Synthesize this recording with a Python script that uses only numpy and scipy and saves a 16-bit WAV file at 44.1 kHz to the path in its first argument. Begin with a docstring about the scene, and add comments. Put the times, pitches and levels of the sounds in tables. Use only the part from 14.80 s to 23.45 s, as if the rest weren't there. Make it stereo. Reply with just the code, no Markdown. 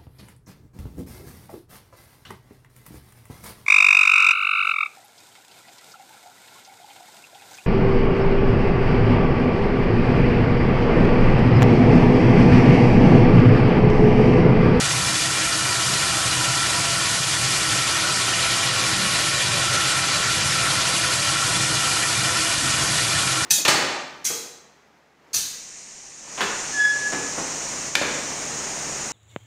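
"""A steady din of rattling steel, hum, whine and hiss: a row of twine winders runs in a brick factory hall.
Knocks ring the steel frames, motors hum, gear trains whine at slightly different speeds, spinning drums
churn the air, and plastic tape hisses through its guides. The hall's echoes smear every tone, and the
balance shifts as the listener slowly turns from the wall to face along the row, then back."""
import sys
import numpy as np
from scipy import signal
from scipy.fft import rfft, irfft, next_fast_len
from scipy.io import wavfile

SR = 44100
rng = np.random.default_rng(int(sys.argv[2]) if len(sys.argv) > 2 else 0)


def output_pcm(signal):
    """Save a mono or channel-first signal as 16-bit PCM at the path in sys.argv[1].

    Samples are clipped to [-1, 1] before scaling.
    """
    pcm = np.clip(np.atleast_2d(signal).T, -1, 1) * 32767
    wavfile.write(sys.argv[1], SR, np.round(pcm).astype(np.int16))


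N = 381465
TIME = np.arange(N) / SR

# Throughout, turn is 0 facing the wall and 1 along the row; facing_db is the gain added at turn = 1.
# Resonances of the steel frames: pitch_hz, width_hz, relative_db, facing_db
FRAME_MODES = [(1380, 86, -11, 4), (1451, 35, -0.5, 5), (1773, 112, 2, -2), (1851, 45, 3.5, -1),
               (1911, 26, 3, .5), (2386, 43, 5.5, 0), (2437, 48, -4, -2), (2700, 20, -7, 2),
               (2867, 24, -2, 5), (2889, 42, 4.5, -2), (3163, 54, -1, 2), (3455, 130, 0, -1.5),
               (3978, 41, 3.5, 1), (4130, 85, -5, -2), (4620, 94, 3.5, -4.5), (4820, 120, -1, -6)]


def undb(db):
    """Decibels to amplitude gain."""
    return 10 ** (np.asarray(db) / 20)


def unit(x):
    """Scale to rms 1."""
    return x / np.sqrt(np.mean(x ** 2))


def curve(points):
    """Linear interpolation of (time_s, value) points at every sample."""
    return np.interp(TIME, *np.transpose(points))


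def bump(centre_s, sigma_s):
    """A Gaussian pulse of height 1."""
    return np.exp(-.5 * ((TIME - centre_s) / sigma_s) ** 2)


def waver(rate_hz):
    """Band-limited random motion of spread 1 that changes rate_hz times a second."""
    knots = rng.standard_normal(512)
    smooth = unit(signal.resample(knots, 4 * len(knots)))
    return np.interp(TIME, np.linspace(0, len(knots) / rate_hz, len(smooth)), smooth)


def noise(points):
    """Random noise at rms 1, its spectrum shaped by (frequency_hz, density_db) points."""
    hz, db = np.transpose(points)
    size = next_fast_len(N, real=True)
    freq = np.maximum(np.arange(size // 2 + 1) * SR / size, 1)
    gain = undb(np.interp(np.log(freq), np.log(hz), db))
    return unit(irfft(rfft(rng.standard_normal(size)) * gain, size)[:N])


def ring(drive, hz, width_hz):
    """Forced response of a damped resonator, gain 1 at its centre."""
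    return signal.lfilter(*signal.iirpeak(hz, hz / width_hz, fs=SR), drive)


def frames(turn):
    """Impact excitation: dense knocks of bearings and flyers ring the frames, each mode wavering alone."""
    knocks_per_s, chatter_db = 4000, 3
    knocks = rng.standard_normal(N) * (rng.random(N) < knocks_per_s / SR)
    steel = 0
    for hz, width_hz, db, facing_db in FRAME_MODES:
        gain = undb(db + facing_db * turn + chatter_db * waver(32))
        steel += gain * ring(np.roll(knocks, rng.integers(N)), hz, width_hz)
    return undb(-31 + 2.6 * turn) * unit(steel)


def rattle(turn):
    """Common excitation: loose flyers clatter in decaying bursts that ring the frame modes together."""
    strikes_per_s, decay_s = 45, 0.013
    strikes = rng.uniform(0.53, 1, N) * (rng.random(N) < strikes_per_s / SR)
    energy = signal.lfilter([1], [1, -np.exp(-2 / (decay_s * SR))], strikes)
    clatter = np.sqrt(energy) * noise([(1450, -26), (1800, -3), (3500, 0), (4700, -17)])
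    steel = sum(undb(db) * ring(clatter, hz, width_hz) for hz, width_hz, db, _ in FRAME_MODES)
    return undb(-34 - 0.5 * turn) * unit(steel)


def rotor(hz, slip, blur, blur_hz):
    """Echo interference: the tone of a slightly slipping rotor flutters in amplitude and phase."""
    cycles = np.cumsum(hz * (1 + slip * waver(12))) / SR + rng.random()
    phase = 2 * np.pi * cycles + blur * waver(blur_hz)
    return unit((1 + blur * waver(blur_hz)) * np.sin(phase))


def swell_db(hz):
    """Standing waves: a tone swells or fades as the listener moves through the hall's peaks and nodes."""
    # Passages through standing waves: centre_s, sigma_s, pitch_hz, gain_db
    passages = [(0.43, 0.13, 683.5, 7.5), (2.22, 0.14, 683.5, 8), (2.9, 0.41, 683.5, -9),
                (3.68, 0.13, 665, 12), (1.5, 0.21, 788, 10), (1.85, 0.33, 980, 5.5), (4.06, 0.13, 974, 8),
                (0.59, 0.32, 1109, -8), (3.2, 0.26, 1300, 1), (4.1, 0.2, 1109, 6.5), (3.4, .09, 1094, 2),
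                (4.5, .1, 1094, 9), (7.3, 0.4, 511.5, 6.5), (3.7, 0.28, 511.5, 3), (1.7, 0.74, 511.5, 0),
                (4.8, 0.18, 578, 9), (6.25, 0.33, 578, 7.5), (1.16, 0.099, 1303, 13),
                (3.3, 0.18, 1303, 4.5), (5.2, .2, 1321, 4), (6.55, .25, 1346.5, 3), (4.2, 0.18, 1358, 7)]
    reach_hz = 9  # only tones this close to a standing wave's pitch are affected
    return sum(db * bump(centre_s, sigma_s)
               for centre_s, sigma_s, pitch_hz, db in passages if abs(pitch_hz - hz) < reach_hz)


def motors(turn):
    """Periodic vibration: each motor hums from its own place in the row; the nearest throbs slowly."""
    # Partials of the nearest motor: pitch_hz, relative_db
    near_partials = [(300, -2), (310, -6.5), (319, 3.5)]
    # Tones of the other motors and pulleys: pitch_hz, level_db, facing_db
    row_tones = [(100.1, -49, 2), (118.4, -43.5, -3.5), (131.4, -44.5, 0.5), (138.2, -49, 3),
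                 (177.8, -48.5, 2.5), (193, -52, 0), (350, -58.5, 8), (402, -60, 2), (511.5, -52, 5.5),
                 (578, -55, 5), (617, -57, -4), (667, -51, -1), (683, -45.5, -2), (787.5, -50.5, 2.5),
                 (807, -53, 5), (860, -59, -4), (973, -45, -2), (988, -47, -2), (1094, -48, 0.5),
                 (1110, -44.5, -1)]
    depth_db, period_s, crest_s = 2.5, 1.26, 0.52
    near = sum(undb(db) * rotor(hz, slip=0.0045, blur=0.55, blur_hz=16) for hz, db in near_partials)
    throb_db = depth_db * np.cos(2 * np.pi * (TIME - crest_s) / period_s) + 1.5 * waver(11)
    hum = undb(-43.5 - 3 * turn + throb_db) * unit(near)
    for hz, db, facing_db in row_tones:
        gain = undb(db + facing_db * turn + swell_db(hz))
        hum += gain * rotor(hz, slip=0.00342, blur=0.7, blur_hz=15)
    return hum


def gears(turn):
    """Beating: unequally loaded gear trains mesh at nearby frequencies and merge into one whine."""
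    # Tooth-meshing tone of each train: pitch_hz, relative_db, facing_db
    mesh_tones = [(1304, -1.5, 1.5), (1318, -0.5, 2), (1339, 1, -2), (1352, 3, -3), (1360, 0, 0.5),
                  (1371, -4.5, 5), (1387, -1.5, 1.5), (1440, -2.5, 0), (1462, -2, -3), (1486, -9, -2),
                  (1484, -5, 2), (1535, -10, 2)]
    # Level of the whine, sagging slowly and returning quickly: time_s, level_db
    whine_levels = [(0, -34), (0.9, -34), (1.3, -33), (1.6, -29.5), (2.1, -32), (2.9, -34), (3.3, -32.8),
                    (3.8, -34.5), (4.78, -38.5), (4.94, -30.3), (5.4, -32), (7.4, -32), (8.1, -35.5),
                    (8.65, -31)]
    whine = 0
    for hz, db, facing_db in mesh_tones:
        gain = undb(db + facing_db * turn + swell_db(hz))
        whine += gain * rotor(hz, slip=0.0011, blur=0.54, blur_hz=8)
    return undb(curve(whine_levels) + 0.79 * waver(30)) * unit(whine)


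def drums():
    """Turbulence: the take-up drums churn the air into a low rumble, and now and then they boom."""
    # Spectrum of the churned air: frequency_hz, density_db
    air_spectrum = [(20, -34), (45, -14.5), (80, -6), (108, 1), (130, 3.5), (160, -3), (185, -7.5),
                    (220, -12), (400, -38)]
    # Level of the rumble: time_s, level_db
    rumble_levels = [(0, -35), (.25, -30.5), (.42, -38), (.9, -38), (1.15, -36), (1.65, -33), (1.85, -35.5),
                     (2.5, -36), (3.35, -39), (3.65, -35.5), (3.85, -41), (4.5, -36.5), (4.9, -31.5),
                     (5.1, -38), (5.55, -33.5), (6.3, -38), (6.95, -34), (7.21, -43), (7.33, -31),
                     (7.58, -38.5), (7.95, -32.5), (8.2, -34), (8.4, -33.5), (8.65, -40)]
    # Hollow booms of the drums: centre_s, sigma_s, pitch_hz, level_db
    booms = [(0.255, 0.082, 200, -35), (4.245, .055, 197, -29.5), (7.864, 0.058, 262, -38)]
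    rumble = undb(curve(rumble_levels) + 0.47 * waver(22)) * noise(air_spectrum)
    for centre_s, sigma_s, hz, db in booms:
        boom = noise([(hz / 2, -30), (hz, 0), (hz * 2, -40)])
        rumble += undb(db) * bump(centre_s, sigma_s) * boom
    return rumble


def flickering(points, depth_db, bands):
    """Amplitude modulation: noise is split into overlapping bands, each dipping in level on its own."""
    flicker_hz, rise_limit = 26, 0.47  # a band dips freely but rises only this share of depth_db
    size = next_fast_len(N, real=True)
    spectrum = rfft(noise(points), size)
    freq = np.maximum(np.arange(len(spectrum)) * SR / size, 1)
    band_position = np.interp(np.log(freq), np.log([points[0][0], points[-1][0]]), [0, bands - 1])
    flicker = 0
    for k in range(bands):
        triangle = np.maximum(1 - abs(band_position - k), 0)
        band = irfft(spectrum * triangle, size)[:N]
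        flicker += undb(depth_db * np.minimum(waver(flicker_hz), rise_limit)) * band
    return unit(flicker)


def tape(turn):
    """Sliding friction: tape hisses through its guides, varying with tension and briefly scraping."""
    # Spectra of the lower hiss, middle hiss and top treble: frequency_hz, density_db
    low_spectrum = [(600, -9.5), (1650, -6.5), (2050, 0), (2650, 0), (3300, -0.8), (4400, 0), (5500, -5.5),
                    (8000, -33)]
    middle_spectrum = [(2000, -9), (3700, -16.5), (4400, -3), (5200, 0.6), (6500, 1), (7600, -8),
                       (9000, -10.5), (12000, -22)]
    top_spectrum = [(5000, -13.5), (7000, 5.5), (8000, 5.5), (9000, 4), (10000, 1.5), (10800, 2),
                    (11600, -5), (13000, -64)]
    # Moments of harder scraping: centre_s, gain_db
    scrapes = [(3.07, 2.5), (3.67, 4), (6.07, 2.5)]
    tension_db = 0.59 * waver(36)
    scrape_db = sum(db * bump(centre_s, sigma_s=0.023) for centre_s, db in scrapes)
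    # Bands of the lower hiss dip briefly, most near the start and end.
    low = flickering(low_spectrum, depth_db=3.8 - 1.7 * turn, bands=14)
    middle = undb(0.76 * waver(48)) * noise(middle_spectrum)
    # The top treble flickers in level, most midway through the scene.
    top = flickering(top_spectrum, depth_db=0.89 + 2.4 * turn, bands=6)
    hiss = (undb(-28.5 + 2.5 * turn + scrape_db) * low
            + undb(-27.5 - 1.6 * turn) * middle
            + undb(-28.5 - 1.5 * turn) * top)
    return undb(tension_db) * hiss


def guides(turn):
    """Friction-driven resonance: tape rubs the metal guides into a thin ring that shifts with the turn."""
    # Resonances of the guides: pitch_hz, width_hz, relative_db, facing_db
    guide_modes = [(5240, 90, 1, 4), (5530, 70, -4, 3), (5910, 65, 2, 6), (6420, 80, -4, 3),
                   (6690, 70, -2, 4), (7360, 90, 0.5, 5), (7900, 160, 1, -14), (8180, 55, 1.5, -3),
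                   (8870, 72, -4, 0), (8980, 80, -1, -1), (9870, 80, -1, 0), (10720, 110, -6, 0)]
    rub = rng.standard_normal(N)
    metal = 0
    for hz, width_hz, db, facing_db in guide_modes:
        gain = undb(db + facing_db * turn + 1.5 * waver(9))
        metal += gain * ring(np.roll(rub, rng.integers(N)), hz, width_hz)
    return undb(-33.5 - 1.5 * turn) * unit(metal)


def hall():
    """Diffuse field: the rest of the hall blends into a broad rush, the same in every direction."""
    # Spectrum of the rush: frequency_hz, density_db
    rush_spectrum = [(30, -22), (200, -4.5), (330, 3.5), (470, -4), (620, 2.5), (760, 1.5), (900, -4),
                     (1020, 5.5), (1180, 3.5), (1520, 7.5), (1660, -5.5), (2100, -11.5), (5000, -19)]
    # Level of the rush: time_s, level_db
    rush_levels = [(0, -31), (0.9, -34), (2.0, -32.5), (2.7, -35), (3.2, -32.5), (4.4, -33.5), (5.8, -33.5),
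                   (7.2, -34), (7.9, -32.5), (8.65, -33.5)]
    return undb(curve(rush_levels) + 1.7 * waver(16)) * noise(rush_spectrum)


def scene():
    """Superposition: all the sources run at once and are heard alike in both ears."""
    # The listener's heading: time_s, turn
    headings = [(0, 0.17), (2, 0.33), (2.7, 0.32), (3.7, 0.96), (5.7, 0.98), (7.1, 0.2), (8.65, 0.35)]
    turn = curve(headings)
    machines = frames(turn) + rattle(turn) + motors(turn) + gears(turn) + drums()
    mix = machines + tape(turn) + guides(turn) + hall()
    return np.array([mix, mix])


def record(dry):
    """Band limiting: the small microphone loses the deepest bass; the recorder cuts the top steeply."""
    low_hz, top_hz = 38, 11750
    thin = signal.sosfilt(signal.butter(2, low_hz, "highpass", fs=SR, output="sos"), dry)
    return signal.sosfilt(signal.ellip(12, .2, 90, top_hz, fs=SR, output="sos"), thin)


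dry = scene()
out = record(dry)
output_pcm(out)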